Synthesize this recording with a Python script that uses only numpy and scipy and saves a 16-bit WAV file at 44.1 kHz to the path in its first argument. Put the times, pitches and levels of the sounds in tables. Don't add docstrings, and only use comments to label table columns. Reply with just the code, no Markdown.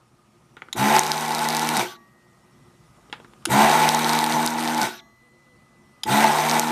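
import sys
import numpy as np
from scipy import signal
from scipy.fft import rfft, irfft, next_fast_len
from scipy.io import wavfile
from scipy.ndimage import uniform_filter1d, map_coordinates

SR = 44100
rng = np.random.default_rng(int(sys.argv[2]) if len(sys.argv) > 2 else 0)


def generate_wav(sig):
    pcm = np.round(np.clip(np.atleast_2d(sig).T, -1, 1) * 32767).astype(np.int16)
    wavfile.write(sys.argv[1], SR, pcm)


def rack_gain(trim_db):
    fader = np.asarray(trim_db, float)
    return 10 ** (fader / 20)


N = 295911

# power on in seconds, power off in seconds, motor level in dB, air level in dB.
RUNS = [
    (0.739, 1.76, 0, 1),
    (3.47, 4.8, 0, 0.5),
    (6.042, 7, 0, 0.5),
]
# time in seconds, speed in turns a second.
SHAFT_SPEED = [
    [(0.77, 57.6), (0.81, 65.2), (0.836, 69.6), (0.954, 75.0), (1.1, 77.2), (1.748, 78.1), (1.764, 77.0),
     (1.82, 61.7)],
    [(3.49, 57.5), (3.524, 63.7), (3.55, 68.1), (3.57, 70.8), (3.754, 77.6), (4.796, 79.3), (4.808, 77.0),
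     (4.87, 59.4)],
    [(6.07, 56.2), (6.104, 62.9), (6.132, 68.2), (6.152, 71.2), (6.4, 77.5), (6.71, 79.0)],
]
BREAKAWAY = 47
SHUT_S, SHUT_DB_PER_S = .205, 2000
BENCH_TUNE = [.995, 1, 1.003]
# frequency in Hz, level in dB.
BENCH_2 = [(95, -65), (120, -40), (126, -30), (139, -31.5), (142.5, -49), (147, -38), (154, -37),
           (158, -37)]
BENCH_3 = [(150, -63), (180, -43), (190, -35), (212, -24), (223, -27), (231, -47), (233.5, -30), (238, -26)]
BENCH_4 = [(200, -36), (250, -40), (282, -31), (288, -34.5), (295, -47), (300, -45), (308, -52), (316, -30)]
# multiple of shaft speed, level in dB over the housing.
BUZZ_ORDERS = [(1, -35.5), (5, -19.5), (6, -17.5), (7, -23), (9, -21), (10, -12), (11, -7.5), (12, -9),
               (14, -17), (22, -16.5)]
# frequency in Hz, width in Hz, lift in dB.
SINGING_MODES = [(375.2, 17.6, 5), (665.4, 12, 15), (1068, 32, 2)]
# frequency in Hz, width in Hz, level in dB.
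HOUSING = [(666.2, 14, -6.5), (750, 37, -11), (861.4, 14, 5), (922, 126, -10), (1030, 11, -5.5),
           (1350, 40, -16), (1810, 15, -12), (1975, 63, -14), (2298, 49, -13.5)]
# frequency in Hz, width in Hz, level in dB.
BASE_PLATE = [(313, 74, -7), (359.6, 41, 2.5), (513.4, 18, -4)]
# frequency in Hz, level in dB per Hz.
SHELL = [(24, -76.5), (40, -46.5), (102, -35), (144, -41), (189, -11), (235, -10), (426, -23.5),
         (590, -7.5), (863, 3.5), (1030, -5), (3000, -17), (3900, -18), (6600, -120)]

# frequency in Hz, level in dB per Hz.
TUBE = [(880, -35), (1500, 7), (1650, -9), (2280, -3), (3230, -8), (3880, -4.5), (7500, -17), (9750, -53.5),
        (16500, -120)]
# frequency in Hz, width in Hz, level in dB over the rush.
TUBE_PIPES = [(2810, 15, 1), (3800, 13, 12), (5000, 170, -13), (6030, 64, 12.5)]
# frequency in Hz, level in dB per Hz.
NOZZLE = [(2000, -60), (3500, -32), (6000, -3), (8400, -4), (11000, -7), (13500, -7), (15100, -9)]
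# frequency in Hz, width in Hz, level in dB over the hiss.
NOZZLE_PIPES = [(8260, 70, 13), (9120, 100, 3), (11600, 90, 6), (11845, 16, 11)]
SUCK_S = 0.015
# frequency in Hz, level in dB per Hz.
GASP = [(2200, -25), (3200, 13), (6000, 2), (7500, -20), (9000, -2), (13500, 1), (15100, -10.5)]
GASP_AFTER_S, GASP_WIDE_S, GASP_DB = .135, .05, -42

# time in seconds, peak in dB, bright part in dB.
BEADS = [(0.9643, -7, -19.5), (0.985, -8, -15.5), (0.9925, 2, -15), (1.117, -3, -19), (1.1785, -15, -17),
         (1.209, -16, -14), (1.3486, -11.5, -14), (1.4868, -10, -11), (1.503, -12, -19),
         (1.5484, -12.5, -12), (1.5673, -9, -16), (1.5942, -10, -14), (1.6894, -7.5, -12.5),
         (1.7684, -10, -8), (1.795, -15, -11.5), (3.6957, -8.5, -25.5), (3.8898, 0, -14.5),
         (3.9918, -12, -11), (4.0447, -7.5, -23), (4.0931, -7, -18.5), (4.1325, -8.5, -14),
         (4.1891, -6, -15), (4.2414, -6.5, -15), (4.3229, -9, -21), (4.4619, -13.5, -3), (4.475, -5.5, -32),
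         (4.6758, -12, -19), (6.496, -5.5, -58), (6.512, -6, -46), (6.5953, -2.5, -10)]
# time in seconds, peak in dB.
SHOT = [(1.034, -13), (1.0507, -21), (1.065, -13), (1.261, -20), (1.3913, -14), (1.4429, -16), (1.527, -17),
        (1.646, -17), (1.672, -16), (1.7574, -19), (1.7742, -11.5), (3.7143, -12), (3.947, -9),
        (4.0827, -22), (4.1603, -18), (4.1655, -20), (4.2065, -19), (4.2629, -14), (4.2945, -24),
        (4.5929, -19), (4.626, -18), (4.746, -17), (4.7782, -13), (4.8155, -9), (4.8306, -12),
        (6.2047, -11.5), (6.2426, -15), (6.332, -18), (6.5029, -17), (6.542, -13)]
SHOT_BRIGHT_DB = -15
GRIT_PER_S, GRIT_DB, GRIT_SPREAD_DB, MELT_S = 110, -20, 9, .12

# time in seconds, peak, bright part and low part in dB, t60 in seconds.
TAPS = [
    (0.568, -31, -41, -59.5, 0.13),
    (0.62, -26.5, -35, -53.5, 0.067),
    (0.685, -35.5, -67.5, -64, 0.074),
    (3.098, -50, -46, -63, 0.09),
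    (3.424, -47, -55.5, -68, 0.02),
    (3.127, -18, -20, -49.5, 0.089),
    (3.2, -38, -53, -55.5, 0.065),
    (3.246, -32.5, -66.5, -61.5, 0.049),
    (3.335, -41.5, -46, -65.5, 0.038),
]
# frequency in Hz, width in Hz, level in dB.
BOARD = [(363, 640, 4.5), (793, 140, 6.5), (1415, 210, 4.5), (1930, 530, -0.5)]
# time in seconds, peak in dB, dull part in dB.
SWITCH = [
    (0.728, -7, -5.5),
    (3.4535, 1, -5),
    (6.034, -4.5, -8),
]
# frequency in Hz, level in dB per Hz.
SNAP = [(1470, -28), (2500, -16), (3040, -2), (3640, -3), (4330, -12.5), (5230, -7.5), (5810, -18.5),
        (6600, -9), (7970, -17.5), (10200, -12), (15100, -30.5)]
# time in seconds, frequency in Hz, level in dB, t60 in seconds.
KICKS = [
    (.752, 329.5, -13.5, 0.016),
    (1.68, 139, -33, 0.062),
    (3.47, 332, -15.5, 0.06),
    (4.34, 150, -25, 0.084),
    (6.243, 870, 0, 0.036),
    (6.055, 335, -21, 0.042),
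    (.77, 72, -43, .3),
    (3.49, 70, -38, .3),
    (6.07, 70, -42, .3),
]
# time in seconds, start pitch in Hz, end pitch in Hz, level in dB.
SQUEAKS = [
    (1.953, 4300, 3600, -50),
    (4.974, 6000, 5250, -51),
    (4.988, 4440, 2940, -41.5),
]

# frequency in Hz, level in dB, t60 in seconds.
STAND_1 = [(1141, 0, .5), (1674, -17, .4), (1884, -11, 2.8), (2003, -21, 30), (4382, -31, 1.3),
           (5679, -26, .7), (6471, -33, 1.5), (12190, -27, 2.2)]
# frequency in Hz, level in dB, t60 in seconds.
STAND_2 = [(673, 0, .5), (880, 0, .5), (1141, 3, .55), (1674, -3, .25), (1884, -17, 5), (2001, 0, 14),
           (4140, -12, 3.5), (5679, -12, .9), (6471, -10, .8), (12160, -14, 1.2)]
# time in seconds, level in dB.
RINGS = [
    (1.861, -47.5),
    (4.92, -58.5),
]
# frequency in Hz, t60 in seconds.
WALLS = [(200, 0.63), (2000, 0.33), (10000, 0.17)]
# frequency in Hz, level in dB per Hz.
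ROOM = [(12, -52), (25, -24), (60, -8), (93, -12), (125, -3.5), (184, -9.5), (270, -14.5), (420, -16.5),
        (632, -16), (1220, -16), (1520, -22), (5000, -30), (9500, -31), (12000, -38.5), (14300, -41.5),
        (15000, -52)]
# frequency in Hz, width in Hz, level in dB over the floor.
FANS = [(127, 16, 2.5), (227.4, 45, 9), (353, 13, 13.5), (1230, 25, 8), (1270, 32, 2.5), (5470, 8, 14),
        (5830, 7.97, 11), (9060, 8, 11)]
# time in seconds, frequency in Hz, level in dB.
WHINE = [(5.15, 502, -95), (5.24, 499, -63), (5.3, 477, -66), (5.4, 535, -68), (5.47, 520, -64),
         (5.55, 487, -61), (5.65, 480, -89.5)]
ROOM_DB = -56.5

# time in seconds, drop in dB.
KNOCKED = [
    (0.994, -6.5),
    (1.118, -3),
    (3.65, -4),
    (3.892, -4),
    (4.19, -4.5),
    (4.461, -5),
    (6.245, -2.5),
    (6.598, -6),
]
START_DB, CREEP_DB_PER_S, SPRINGS_BACK, SPRING_S = -2.5, 4, 0.23, 0.15
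TOP_HZ = 15100


def unit(x):
    return x / np.sqrt(np.mean(x ** 2) + 1e-20)


def along(points, hz):
    f, v = np.transpose(points)
    return np.interp(np.log(hz + 1), np.log(f + 1), v)


def wobble(rate):
    knots = rng.standard_normal(int(N * rate / SR) + 4)
    return map_coordinates(knots, [np.arange(N) * rate / SR])


def filtered(x, response):
    m = next_fast_len(len(x) + SR // 2)
    return irfft(rfft(x, m) * response(np.fft.rfftfreq(m, 1 / SR)), m)[:len(x)]


def modes(peaks):
    def response(f):
        return sum((-1) ** k * rack_gain(db) * 1j * f * w / (c * c - f * f + 1j * f * w)
                   for k, (c, w, db) in enumerate(peaks))
    return response


def resonant_lift(hz, peaks):
    return 1 + sum(gain / (1 + (2 * (hz - c) / w) ** 2) for c, w, gain in peaks)


def rush(spectrum, pipes, patchy_db):
    z = signal.stft(rng.standard_normal(N), nperseg=512)[2]
    patches = uniform_filter1d(uniform_filter1d(rng.standard_normal(z.shape), 8, 0), 6, 1)
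    x = signal.istft(z * rack_gain(patchy_db * unit(patches)), nperseg=512)[1][:N]
    peaks = [(c, w, rack_gain(2 * db)) for c, w, db in pipes]
    return unit(filtered(x, lambda f: rack_gain(along(spectrum, f)) * np.sqrt(resonant_lift(f, peaks))))


def add(track, s, burst):
    at = track[round(s * SR):][:len(burst)]
    at += burst[:len(at)]


def motor():
    rate = speed()
    turn = 2 * np.pi * np.cumsum(rate) / SR
    slip = .04 * wobble(25)

    def order(k, lead):
        return np.sqrt(2) * rack_gain(.7 * wobble(14)) * np.sin(k * (turn + slip) + lead)

    def beat(depth):
        return unit(1 + depth * np.cos(turn) + 0.75 * depth * np.cos(2 * turn))

    run_times = [s for run in RUNS for s in run[:2]]
    tune = np.interp(np.arange(N) / SR, run_times, np.repeat(BENCH_TUNE, 2))
    hum = sum(rack_gain(along(bench, k * rate / tune)) * order(k, k % 2 * np.pi / 2)
              for k, bench in zip((2, 3, 4), (BENCH_2, BENCH_3, BENCH_4)))
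    hum *= working(0.1, rise_s=.02, surge_db=0.1, surge_s=0.18, surge_wide_s=0.108,
                   coast_db=-.1, coast_s=0.019, fall_db_per_s=170, airy=False)

    singing = [(c, w, rack_gain(db)) for c, w, db in SINGING_MODES]
    buzz = sum(rack_gain(db) * resonant_lift(k * rate, singing) * order(k, rng.uniform(0, 2 * np.pi))
               for k, db in BUZZ_ORDERS)
    buzz *= np.clip((rate - 62) / 12, 0, 1)

    valve = rng.standard_normal(N) * beat(.8) * rack_gain(.8 * wobble(30))
    valve -= 7 * (rng.random(N) < 90 / SR) * rng.exponential(1, N)
    housing = unit(filtered(valve, modes(HOUSING + [(2530, 2560, -31.5)])))
    housing += rack_gain(-1.5) * rush(SHELL, [], patchy_db=1.56) * beat(0.15)
    base = unit(filtered(filtered(valve, modes(BASE_PLATE)), modes([(424, 1000, 0)])))
    housing_gain = working(-24.5, rise_s=0.051, surge_db=4.36, surge_s=0.2, surge_wide_s=0.087,
                           coast_db=2.3, coast_s=0.05, fall_db_per_s=236, airy=False)
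    base_gain = working(-38, rise_s=0.021, surge_db=2.7, surge_s=0.21, surge_wide_s=0.21,
                        coast_db=7.5, coast_s=0.067, fall_db_per_s=210, airy=False)
    return hum + housing_gain * (housing + buzz) + base_gain * base


def speed():
    rows = sum(SHAFT_SPEED, [])
    rows = rows + [(s, BREAKAWAY) for on, off, *_ in RUNS for s in (on, off + SHUT_S)]
    return np.interp(np.arange(N) / SR, *np.transpose(sorted(rows)))


def working(db, rise_s, surge_db, surge_s, surge_wide_s, coast_db, coast_s, fall_db_per_s, airy):
    out, now = np.zeros(N), np.arange(N) / SR
    bump = lambda u: np.exp(-u ** 2)
    for on, off, *run_db in RUNS:
        up = np.clip(now - on - airy * SUCK_S, 0, None)
        down = now - off - coast_s
        level = surge_db * bump((up - surge_s) / surge_wide_s) + coast_db * bump(down / coast_s)
        level -= fall_db_per_s * np.clip(down, 0, None)
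        level -= SHUT_DB_PER_S * np.clip(now - off - SHUT_S, 0, None)
        out += (1 - bump(up / rise_s)) * rack_gain(db + run_db[airy] + level)
    return out


def air():
    strokes = np.cos(4 * np.pi * np.cumsum(speed()) / SR)
    flutter = rack_gain(0.91 * wobble(25) + 1.08 * wobble(50) + 0.67 * strokes)
    tube_gain = working(-31.5, rise_s=0.035, surge_db=2.0, surge_s=.2, surge_wide_s=0.033,
                        coast_db=5.7, coast_s=0.051, fall_db_per_s=120, airy=True)
    hiss_gain = working(-35.5, rise_s=0.015, surge_db=1.9, surge_s=0.16, surge_wide_s=.08,
                        coast_db=3, coast_s=0.063, fall_db_per_s=260, airy=True)
    tube = tube_gain * flutter * rush(TUBE, TUBE_PIPES, patchy_db=2.5)
    hiss = hiss_gain * flutter * rush(NOZZLE, NOZZLE_PIPES, patchy_db=.8)
    now = np.arange(N) / SR
    last = sum(np.exp(-((now - off - GASP_AFTER_S) / GASP_WIDE_S) ** 4) for on, off, *_ in RUNS)
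    return tube + rack_gain(GASP_DB) * last * rush(GASP, [], patchy_db=5.0) + hiss


def beads():
    out, t = np.zeros(N), np.arange(-40, 60) / SR
    when, size, shine = rng.random((3, 800)) * [[800 / GRIT_PER_S], [1], [1]]
    flows = sum((when > on + MELT_S) & (when < min(off, N / SR - .01)) for on, off, *_ in RUNS) > 0
    grit = np.transpose([when, GRIT_DB - GRIT_SPREAD_DB * size, -8 - 14 * shine])[flows]
    ticks = BEADS + [(s, db, SHOT_BRIGHT_DB) for s, db in SHOT] + list(grit)
    for s, db, bright_db in ticks:
        a, b, c = rng.standard_normal(3)
        dull = np.cos(2 * np.pi * 4500 * rack_gain(1.7 * a) * t + 0.5) * np.exp(-(t / 0.00016) ** 2)
        bright = np.cos(2 * np.pi * 9800 * rack_gain(0.4 * b) * t + .6) * np.exp(-(t / .00009) ** 2)
        tick = -(dull + rack_gain(bright_db + 12.0) * bright) * rack_gain(db + 0.5)
        add(out, s, tick)
        add(out, s + .00035 + .0001 * c, -.35 * tick)
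    return out


def soft_board(blows):
    return filtered(filtered(blows, modes([(1530, 1950, 0)])), modes(BOARD[1:]))


def taps():
    dull, crisp, thud, t = np.zeros(N), np.zeros(N), np.zeros(N), np.arange(SR // 8) / SR
    for s, db, bright_db, low_db, t60 in TAPS:
        blow = rng.standard_normal(len(t)) * (rack_gain(-60 * t / 0.0073) + 0.22 * rack_gain(-60 * t / t60))
        add(dull, s, rack_gain(db + 10.5) * blow)
        add(crisp, s, rack_gain(bright_db + 2.5) * blow)
        add(thud, s, rack_gain(low_db + 27) * blow)
    crisp = filtered(crisp, modes([(3210, 7800, 0.0015)]))
    crisp = filtered(crisp, modes([(2505, 1500, 4.5), (3270, 1300, 8), (5530, 930, -7.5), (7200, 1700, -14.0)]))
    lowest = modes(BOARD[:1])
    return soft_board(dull) + filtered(filtered(thud, lowest), lowest) + crisp


def switch():
    snap, dull, t = np.zeros(N), np.zeros(N), np.arange(SR // 8) / SR
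    shape = (1 - np.exp(-t / 0.0018)) * rack_gain(-60 * t / 0.0099)
    shape += 0.26 * (t > .0045) * rack_gain(-60 * (t - .0045) / 0.0046)
    shape += 0.018 * rack_gain(-60 * t / 0.11)
    for s, db, dull_db in SWITCH:
        add(snap, s, rack_gain(db - 3.5) * shape * rush(SNAP, [], patchy_db=-3.5)[:len(t)])
        add(dull, s, rack_gain(db + dull_db + 3) * shape * rng.standard_normal(len(t)))
    return snap + soft_board(dull)


def kicks():
    out, t = np.zeros(N), np.arange(SR // 8) / SR
    for s, hz, db, t60 in KICKS:
        add(out, s, rack_gain(db - 60 * t / t60) * (1 - np.exp(-t / 0.0044)) * np.sin(2 * np.pi * hz * t))
    return out


def squeaks():
    out, u = np.zeros(N), np.linspace(0, 1, 750)
    for s, from_hz, to_hz, db in SQUEAKS:
        phase = 2 * np.pi * np.cumsum(from_hz + (to_hz - from_hz) * u) / SR
        add(out, s, rack_gain(db) * np.sin(np.pi * u) * np.sin(phase))
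    return out


def stand():
    out, t = np.zeros(N), np.arange(2 * SR) / SR
    swell = (1 - np.exp(-t / .03)) * np.clip((1.5 - t) / .3, 0, 1)
    for (s, db), steel in zip(RINGS, (STAND_1, STAND_2)):
        ring = sum(rack_gain(level - 60 * (t - .09) / t60 + 1.4 * wobble(15.5)[:len(t)]) * np.sin(2 * np.pi * hz * t)
                   for hz, level, t60 in steel)
        add(out, s, rack_gain(db) * ring * swell)
    return out


def walls(x):
    hz, t, z = signal.stft(rng.standard_normal(SR // 2), SR, nperseg=256)
    tail = signal.istft(z * rack_gain(-60 * t / along(WALLS, hz)[:, None]), SR, nperseg=256)[1]
    return signal.fftconvolve(np.pad(x, (200, 0)), tail / np.linalg.norm(tail))[:N]


def room():
    now = np.arange(N) / SR
    floor = rack_gain(ROOM_DB + 0.31 * wobble(8.4)) * rush(ROOM, FANS, patchy_db=1.46)
    s, hz, db = np.transpose(WHINE)
    phase = 2 * np.pi * np.cumsum(np.interp(now, s, hz)) / SR
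    return floor + rack_gain(np.interp(now, s, db)) * np.sin(phase)


def gain_control():
    now = np.arange(N) / SR
    db = START_DB + CREEP_DB_PER_S * now
    for s, drop_db in KNOCKED:
        recovery = SPRINGS_BACK * (1 - np.exp(-np.abs(now - s) / SPRING_S))
        db = db + (now > s) * drop_db * (1 - recovery)
    return rack_gain(db)


def scene():
    gain = gain_control()
    pump = gain * motor()
    hits = beads() + taps() + switch() + kicks() + squeaks()
    dark_pump = filtered(pump, lambda hz: 1 / (1 + (hz / 1100) ** 4))
    echo = walls(rack_gain(-16.0) * hits + rack_gain(-19) * dark_pump)
    mix = hits + pump + echo + stand() + gain * (air() + room())
    return mix[None]


def low_pass(x):
    return signal.sosfilt(signal.butter(12, 16190, fs=SR, output="sos"), x)


def record(dry):
    x = dry[0] / (1 + np.abs(dry[0] / .95) ** 6) ** (1 / 6)

    def treble_limit(hz):
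        return rack_gain(-12 - 12 * np.tanh((hz - TOP_HZ) / 40) - np.clip(hz - TOP_HZ, 0, None) / 70)

    x = filtered(x, treble_limit)
    return low_pass(x[None])


dry = scene()
out = record(dry)
generate_wav(out)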